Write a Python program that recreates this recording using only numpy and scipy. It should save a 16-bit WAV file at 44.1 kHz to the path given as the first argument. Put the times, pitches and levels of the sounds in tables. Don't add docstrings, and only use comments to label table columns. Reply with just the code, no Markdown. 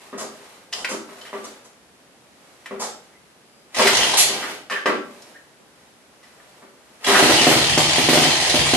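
import sys
import numpy as np
from scipy import signal
from scipy.fft import rfft, irfft
from scipy.io import wavfile
from scipy.ndimage import uniform_filter1d

SR = 44100
rng = np.random.default_rng(int(sys.argv[2]) if len(sys.argv) > 2 else 0)


def unload_audio(sound):
    columns = np.transpose(np.atleast_2d(sound))
    steps = np.round(np.clip(columns, -1, 1) * 32767)
    wavfile.write(sys.argv[1], SR, steps.astype(np.int16))


N = 386316
T = np.arange(N) / SR
HIT_T = T[:2 ** 14]


def undb(db):
    return 10 ** (np.asarray(db) / 20)


def unit(x):
    return x / np.sqrt(np.mean(x ** 2))


def over_hz(f, points):
    hz, value = np.transpose(points)
    return np.interp(np.log(f + 1), np.log(hz), value)


def body(curve, modes=(), tilt=0):
    f = np.fft.rfftfreq(len(HIT_T), 1 / SR)
    peaks = sum((undb(db) ** 2 - 1) / (1 + (2 * (f - hz) / width) ** 2) for hz, width, db in modes)
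    colour = undb(over_hz(f, curve) + tilt * np.log2((f + 20) / 1000))
    gain = colour * np.sqrt(np.maximum(1 + peaks, 0.1))
    cepstrum = irfft(np.log(gain))[:len(f) - 1]
    response = irfft(np.exp(2 * rfft(cepstrum, len(HIT_T)) - cepstrum[0]))
    return response / np.linalg.norm(response)


def ring(x, response):
    return signal.oaconvolve(x, response)[:len(x)]


def add(track, s, sound):
    start = int(s * SR)
    track[start:start + len(sound)] += sound[:N - start]


def blow(t60, shudder, contact_s):
    tail = rng.standard_normal(len(HIT_T)) * undb(-60 * HIT_T / t60) * (1 - np.exp(-HIT_T / 0.001))
    push = HIT_T * np.exp(-HIT_T / contact_s)
    force = shudder * tail / np.linalg.norm(tail) + push / push.sum()
    return force / np.hypot(1, shudder) * np.sqrt(SR / 50)


def grains(per_s, spread_db):
    impacts = (rng.random(N) < per_s / SR) * rng.standard_normal(N)
    return unit(impacts * undb(spread_db * rng.uniform(-1.6, 1, N)))


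def swells(rows, rise_db_per_s, fall_db_per_s):
    return sum(undb(db - rise_db_per_s * np.maximum(s - T, 0)
                    - fall_db_per_s * np.maximum(T - s - hold, 0)) for s, hold, db in rows)


# frequency in Hz, side minus mid in dB.
ROOM_WIDTH = [(60, -5), (250, -8.5), (500, -9.5), (1000, -2.5), (2000, -1.5), (4000, 1.5), (11000, -0.5)]

def diffuse(x, y):
    side = undb(over_hz(np.fft.rfftfreq(len(x), 1 / SR), ROOM_WIDTH))
    left_right = rfft(x) + np.array([[1], [-1]]) * side * rfft(y)
    return irfft(left_right / np.hypot(1, side), len(x))


# frequency in Hz, t60 in seconds.
ROOM_DECAY = [(100, 0.76), (300, 0.44), (800, 0.34), (2000, 0.4), (5000, 0.33), (12000, 0.28)]

def room_tail():
    f, t, frames = signal.stft(rng.standard_normal(2 ** 16), SR, nperseg=256)
    tail = signal.istft(frames * undb(-60 * t / over_hz(f, ROOM_DECAY)[:, None]))[1]
    spectrum = rfft(tail * (1 - np.exp(-T[:len(tail)] / 0.00033)))
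    even = spectrum / np.sqrt(uniform_filter1d(abs(spectrum) ** 2, size=24))
    return irfft(even)[:len(tail) // 2]


def place(x, room, wet_db, lag_samples):
    direct = np.array([np.roll(x, lag_samples), x])
    reverb = np.array([ring(x, side) for side in room])
    return (direct + undb(wet_db) * reverb) / np.hypot(1, undb(wet_db))


# frequency in Hz, gain in dB.
ROOM_TONE_EQ = [(18, -51), (30, -30), (70, -8), (107, -14), (134, -6), (237, -3.5), (312, -4), (597, -6),
                (936, -9), (1540, -11), (11600, -21.5), (15100, -55), (22000, -120)]

def room_tone():
    return diffuse(*(ring(rng.standard_normal(N), body(ROOM_TONE_EQ)) for _ in range(2)))


# start in seconds, hold in seconds, level in dB.
LEG_MOVES = [(0, 0.012, -42.5), (.36, 0.17, -45.5), (1.12, 0.39, -44.5), (2.42, 0.63, -53.5),
             (5.1, 0.19, -47.5), (5.8, 0.041, -56.5), (6.27, 0.31, -53), (6.92, .1, -52.5)]
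# frequency in Hz, gain in dB.
CLOTH_EQ = [(60, -19), (250, -5), (500, 4), (1000, 0), (2500, -4), (6000, -9), (12000, -13.5)]

def rustle():
    motion = swells(LEG_MOVES, rise_db_per_s=57, fall_db_per_s=101)
    return ring(grains(4000, 5.5) * motion, body(CLOTH_EQ))


# start in seconds, relative level in dB,
# brightness in dB per octave, shudder t60 in seconds.
THUMP_HITS = [(.129, -28, -2.5, 0.19), (.235, -36, -1, 0.099), (.805, -39, -14, 0.11),
              (0.914, -25, -2, 0.2), (1.09, -39.5, 0.5, 0.19), (1.330, -24.5, -1, 0.21),
              (2.710, -26.5, -3, 0.22), (3.795, -11.5, 0.2, 0.13), (4.291, -28.5, -1.5, 0.32),
              (4.71, -23.5, 3.5, 0.3), (4.858, -12, -0.5, 0.32), (6.623, -41, -1, 0.09),
              (7.073, -15, -0.5, 0.35), (7.108, -15, -1.5, 0.13)]
# frequency in Hz, gain in dB.
THUMP_EQ = [(40, -26), (110, -29), (220, 1), (400, 1), (600, 1), (780, -4), (1100, -2), (1700, 0),
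            (3000, -8.5), (12000, -32.5)]
# centre in Hz, width in Hz, boost in dB.
THUMP_MODES = [(211.7, 9.6, 13.9), (257, 19, 7.3), (300, 20, 5.7), (394.4, 13, 17.7), (510, 49, 8.2),
               (581, 22, 12.8), (950, 140, 7.5), (1148, 54, 13.2), (1350, 22, 8.5)]

def thumps():
    out = np.zeros(N)
    for s, db, tilt, t60 in THUMP_HITS:
        force = blow(t60, shudder=1.64, contact_s=0.00009)
        add(out, s, undb(db) * ring(force, body(THUMP_EQ, THUMP_MODES, tilt)))
    return out


# start in seconds, relative level in dB,
# brightness in dB per octave, length in seconds.
NOISE_BURSTS = [(0.175, -29, -4, 0.056), (0.719, -36, -4, 0.12), (0.885, -28.5, -3.5, 0.054),
                (1.438, -31, -3.5, 0.022), (1.64, -45.5, -3, 0.028), (2.794, -26, -3.5, 0.061),
                (4.168, -10, 3, 0.053)]
# frequency in Hz, gain in dB.
BURST_EQ = [(60, -40), (250, -9), (500, 5), (1100, 4.5), (2500, -3), (4500, 4), (7000, 10.5), (9500, 3.5),
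            (11200, 4), (12500, -10)]
# centre in Hz, width in Hz, boost in dB.
RATCHET_MODES = [(2800, 900, 14.5), (3470, 250, 11), (4300, 220, 13.5), (10700, 120, 8), (11300, 90, 10)]
ZIP_ABOVE_DB = -20

def puffs_and_zip():
    out = np.zeros(N)
    for s, db, tilt, length in NOISE_BURSTS:
        envelope = (1 - np.exp(-HIT_T / 0.005)) / (1 + (HIT_T / length) ** 6)
        colour = body(BURST_EQ, RATCHET_MODES if db > ZIP_ABOVE_DB else (), tilt)
        add(out, s, undb(db) * ring(envelope * rng.standard_normal(len(HIT_T)), colour))
    return out


# start in seconds, relative level in dB, centre in Hz,
# width in octaves, chatter t60 in seconds.
METAL_CLICKS = [(0.727, -25.5, 3200, 0.57, 0.051), (0.735, -29, 4830, 0.18, 0.013),
                (.846, -21, 1900, 0.7, 0.044), (1.213, -41.5, 3340, 0.45, .03),
                (1.253, -37.5, 2020, 1, 0.21), (2.659, -33.5, 1640, 1.1, 0.068),
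                (3.87, -11, 1710, 3.1, 0.085), (4.428, -26, 1320, 0.58, 0.17),
                (4.699, -25, 1540, 1.2, 0.23), (4.721, -27.5, 2680, 0.19, 0.16),
                (4.858, -20.5, 2230, 0.56, 0.15), (5.22, -46, 5100, 0.59, 0.044),
                (6.23, -49, 2180, 1.9, 0.2), (6.4, -49.5, 1310, 0.28, 0.033),
                (7.145, -12.5, 1450, 0.29, 0.22), (7.727, -17, 3150, 0.079, 0.092)]
# centre in Hz, width in Hz, boost in dB.
STEEL_MODES = [(1430, 74, 4.8), (1790, 77, 7.4), (1984, 75, 7.2), (2780, 14, 2.9), (3093, 50, 8.5),
               (5130, 190, 5.9)]

def clicks():
    out, f = np.zeros(N), np.geomspace(20, SR / 2, num=128)
    for s, db, hz, octaves, t60 in METAL_CLICKS:
        away = abs(np.log2(f / hz))
        band = np.column_stack([f, -13 * np.log10(1 + (away / octaves) ** 2) - 3.5 * away])
        force = blow(t60, shudder=2.2, contact_s=0.00003)
        add(out, s, undb(db) * ring(force, body(band, STEEL_MODES)))
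    return out


# start in seconds, level in dB,
# opening pitch in Hz, closing pitch in Hz, length in seconds.
LEVER_SQUEAKS = [(3.127, -55, 2080, 2020, 0.046), (4.003, -19, 3210, 2906, 0.049),
                 (4.702, -26, 1853, 1630, 0.099), (5.344, -42.5, 1575, 1880, 0.0344),
                 (7.362, -18.5, 3177, 2750, 0.062)]

def squeaks():
    out = np.zeros(N)
    for s, db, from_hz, to_hz, length in LEVER_SQUEAKS:
        progress = np.minimum(HIT_T / length, 1)
        tremble = unit(uniform_filter1d(rng.standard_normal(len(HIT_T)), size=48))
        hz = (from_hz + (to_hz - from_hz) * progress) * (1 + 0.067 * tremble)
        envelope = np.sqrt(2 * abs(np.sin(np.pi * progress)))
        add(out, s, undb(db) * envelope * np.sin(2 * np.pi * np.cumsum(hz) / SR))
    return out


def whistle(start_s=3.44, length_s=0.22, hz=4980, db=-58):
    progress = np.clip((T - start_s) / length_s, 0, 1)
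    return undb(db) * np.sin(np.pi * progress) * np.sin(2 * np.pi * hz * T)


# start in seconds, spin-up time in seconds.
STARTER_KICKS = [(3.704, 0.068), (7.005, .06)]
KICK_RATE, RATTLE_RATE, IDLE_RATE = 15, 9.68, 20.5
COAST_S = 0.95

def crank():
    kicked = sum(KICK_RATE * np.clip((T - s) / rise, 0, 1)
                 * np.sqrt(np.clip(1 - (T - s) / COAST_S, 0, 1)) for s, rise in STARTER_KICKS)
    fires = np.array(EXHAUST_BANGS)[:, 0]
    gaps = np.diff(fires)
    rates = np.append(np.maximum(np.round(gaps * IDLE_RATE), 1) / gaps, IDLE_RATE)
    speed = np.where(T > fires[0], rates[np.searchsorted(fires, T) - 1], kicked)
    cycle = np.cumsum(speed) / SR
    return speed, cycle - np.interp(fires[0], T, cycle) % 1


def strikes(cycle, angle):
    turns = np.floor(cycle - angle)
    return np.diff(turns, prepend=turns[0])


def rattling(speed):
    drive = (speed / RATTLE_RATE) ** 10
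    return drive / (1 + drive)


# start in seconds, hold in seconds, level in dB.
GEAR_LOADS = [(3.79, 0.023, -19.5), (4.0, 0.031, -24.5), (4.30, 0.2, -31), (7.08, 0.23, -17.5),
              (7.49, 0.029, -14.5), (8.1, 0.09, -23.5)]
# frequency in Hz, gain in dB.
WHIRR_EQ = [(60, -37), (200, -10.5), (400, -1.5), (750, -0.5), (1100, -7.5), (1600, -6), (2500, -7),
            (5000, -11.5), (12000, -19.5)]

def gears(speed):
    load = undb(-35) * rattling(speed) + swells(GEAR_LOADS, rise_db_per_s=434, fall_db_per_s=154)
    return ring(grains(4000, 4.0) * load, body(WHIRR_EQ, STEEL_MODES[:1]))


# position as a share of the cycle, relative level in dB.
ENGINE_TAPS = [(0.03, 11), (.27, 9), (.52, 10.5), (.78, 3)]
# frequency in Hz, gain in dB.
CASING_EQ = [(40, -12), (150, -22.5), (300, -4.5), (850, 2.5), (1400, -5.5), (2100, 0), (3300, 3),
             (5000, 0), (7500, -4.5), (11000, -10), (12500, -29)]
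# centre in Hz, width in Hz, boost in dB.
BARREL_MODES = [(237, 18, 1.7), (360, 34, 2.8), (698, 28, 2.5), (784, 19, 5.9), (1950, 340, 4.5),
                (2767, 36, 8.5), (3160, 160, 4.2), (4240, 200, 3.4), (5030, 32, 3.5), (6170, 99, 3.5)]

def clatter(speed, cycle, unfired):
    force = sum(undb(db) * strikes(cycle, angle) for angle, db in ENGINE_TAPS)
    force *= undb(2.77 * rng.standard_normal(N))
    tap_envelope = ring(force, np.exp(-HIT_T / 0.0033))
    taps = undb(-23.5) * unit(tap_envelope * rng.standard_normal(N))
    chain = undb(-26.5) * grains(3000, 3.5)
    rattle = rattling(speed) * undb(2 * unfired) * (taps + chain)
    return ring(rattle, body(CASING_EQ, BARREL_MODES))


# frequency in Hz, gain in dB.
BOOM_EQ = [(20, -30), (45, -9), (72, 1.5), (100, -4), (145, 0), (190, -8.5), (400, -7), (2000, -75)]
# centre in Hz, width in Hz, boost in dB.
EXHAUST_MODES = [(152, 20, 11), (236.4, 22, 12.5), (327, 48, 9), (597, 11.6, 13), (741.5, 11, 17)]

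def chuff(speed, cycle, unfired):
    strokes = unit(strikes(cycle, angle=0.94) * undb(5.3 * rng.standard_normal(N)))
    gas = (strokes + 0.22 * rng.standard_normal(N)) * rattling(speed) * undb(-40.5 - 6 * unfired)
    return ring(gas, body(BOOM_EQ, EXHAUST_MODES[:1]))


# frequency in Hz, t60 in seconds, relative level in dB.
ROCKER_PARTIALS = [(3085, .07, -3), (3112, .07, -2), (4305, .07, -4), (4947, .1, -10)]

def rockers(speed, cycle, scatter_db=3.5):
    force = undb(-21 + scatter_db * rng.standard_normal(N)) * np.minimum(speed / IDLE_RATE, 1) ** 2
    chink = sum(undb(db - 60 * HIT_T / t60) * np.sin(2 * np.pi * hz * HIT_T)
                for hz, t60, db in ROCKER_PARTIALS)
    return ring(force * strikes(cycle, angle=0.18), chink)


# start in seconds, level in dB, length in seconds.
INTAKE_GULPS = [(3.841, -16.5, 0.037), (3.903, -23, 0.044), (7.187, -19, 0.039)]

def intake(hz=391.5):
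    out = np.zeros(N)
    hoot = np.sqrt(2) * np.sin(2 * np.pi * hz * HIT_T)
    for s, db, length in INTAKE_GULPS:
        draw = np.sin(np.pi * np.minimum(HIT_T / length, 1))
        breath = ring(rng.standard_normal(len(HIT_T)), body(WHIRR_EQ))
        add(out, s, undb(db) * draw * (hoot + 0.5 * breath))
    return out


# start in seconds, level in dB.
BOOT_STOMPS = [(3.957, -35.5), (7.229, -25)]

def stomps():
    out = np.zeros(N)
    for s, db in BOOT_STOMPS:
        force = blow(t60=0.15, shudder=3, contact_s=0.00061)
        add(out, s, undb(db) * ring(force, body(BOOM_EQ, tilt=-2.1)))
    return out


# start in seconds, relative level in dB.
EXHAUST_BANGS = [(7.226, -10.5), (7.259, -17), (7.296, -12), (7.339, -26), (7.413, -17), (7.469, -8),
                 (7.514, -12), (7.559, -24), (7.776, -10), (7.983, -10.5), (8.039, -26), (8.088, -9),
                 (8.132, -11), (8.174, -11.5), (8.219, -16), (8.255, -15), (8.543, -12.5), (8.735, -11)]
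# frequency in Hz, gain in dB.
EXHAUST_EQ = [(40, -52), (90, -18), (150, -2.5), (195, -17.5), (260, 1), (450, 1), (750, -5.5), (1100, -9),
              (2500, -9.5), (6000, -24.5), (12000, -19.5)]
FULL_BANG_DB = -15.5

def exhaust():
    out = np.zeros(N)
    for s, db in EXHAUST_BANGS:
        tilt = 2.22 - 1.14 * max(FULL_BANG_DB - db, 0)
        pulse = blow(t60=0.12, shudder=0.5, contact_s=0.00018)
        add(out, s, undb(db) * ring(pulse, body(EXHAUST_EQ, EXHAUST_MODES, tilt)))
    return out


def scene():
    room = diffuse(room_tail(), room_tail())
    speed, cycle = crank()
    unfired = T < EXHAUST_BANGS[0][0]
    bed = undb(-53) * room_tone()
    bangs = undb(3) * exhaust()
    starter = undb(1.5) * (thumps() + puffs_and_zip()) + gears(speed)
    highs = undb(1) * clicks() + squeaks() + whistle()
    engine = clatter(speed, cycle, unfired) + chuff(speed, cycle, unfired) + rockers(speed, cycle)
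    return (bed
            + place(starter, room, wet_db=3.5, lag_samples=4)
            + place(highs, room, wet_db=2, lag_samples=-1)
            + place(engine, room, wet_db=10, lag_samples=-2)
            + place(intake(), room, wet_db=-9, lag_samples=0)
            + place(rustle() + stomps(), room, wet_db=9.5, lag_samples=0)
            + place(bangs, room, wet_db=-2, lag_samples=-2))


def record(dry, low_hz=38, ceiling=0.9, top_hz=12300):
    thinned = signal.sosfilt(signal.butter(3, low_hz, "highpass", fs=SR, output="sos"), dry)
    rounded = thinned / (1 + (thinned / ceiling) ** 6) ** (1 / 6)
    return signal.sosfilt(signal.ellip(10, 0.2, 70, top_hz, fs=SR, output="sos"), rounded)


dry = scene()
out = record(dry)
unload_audio(out)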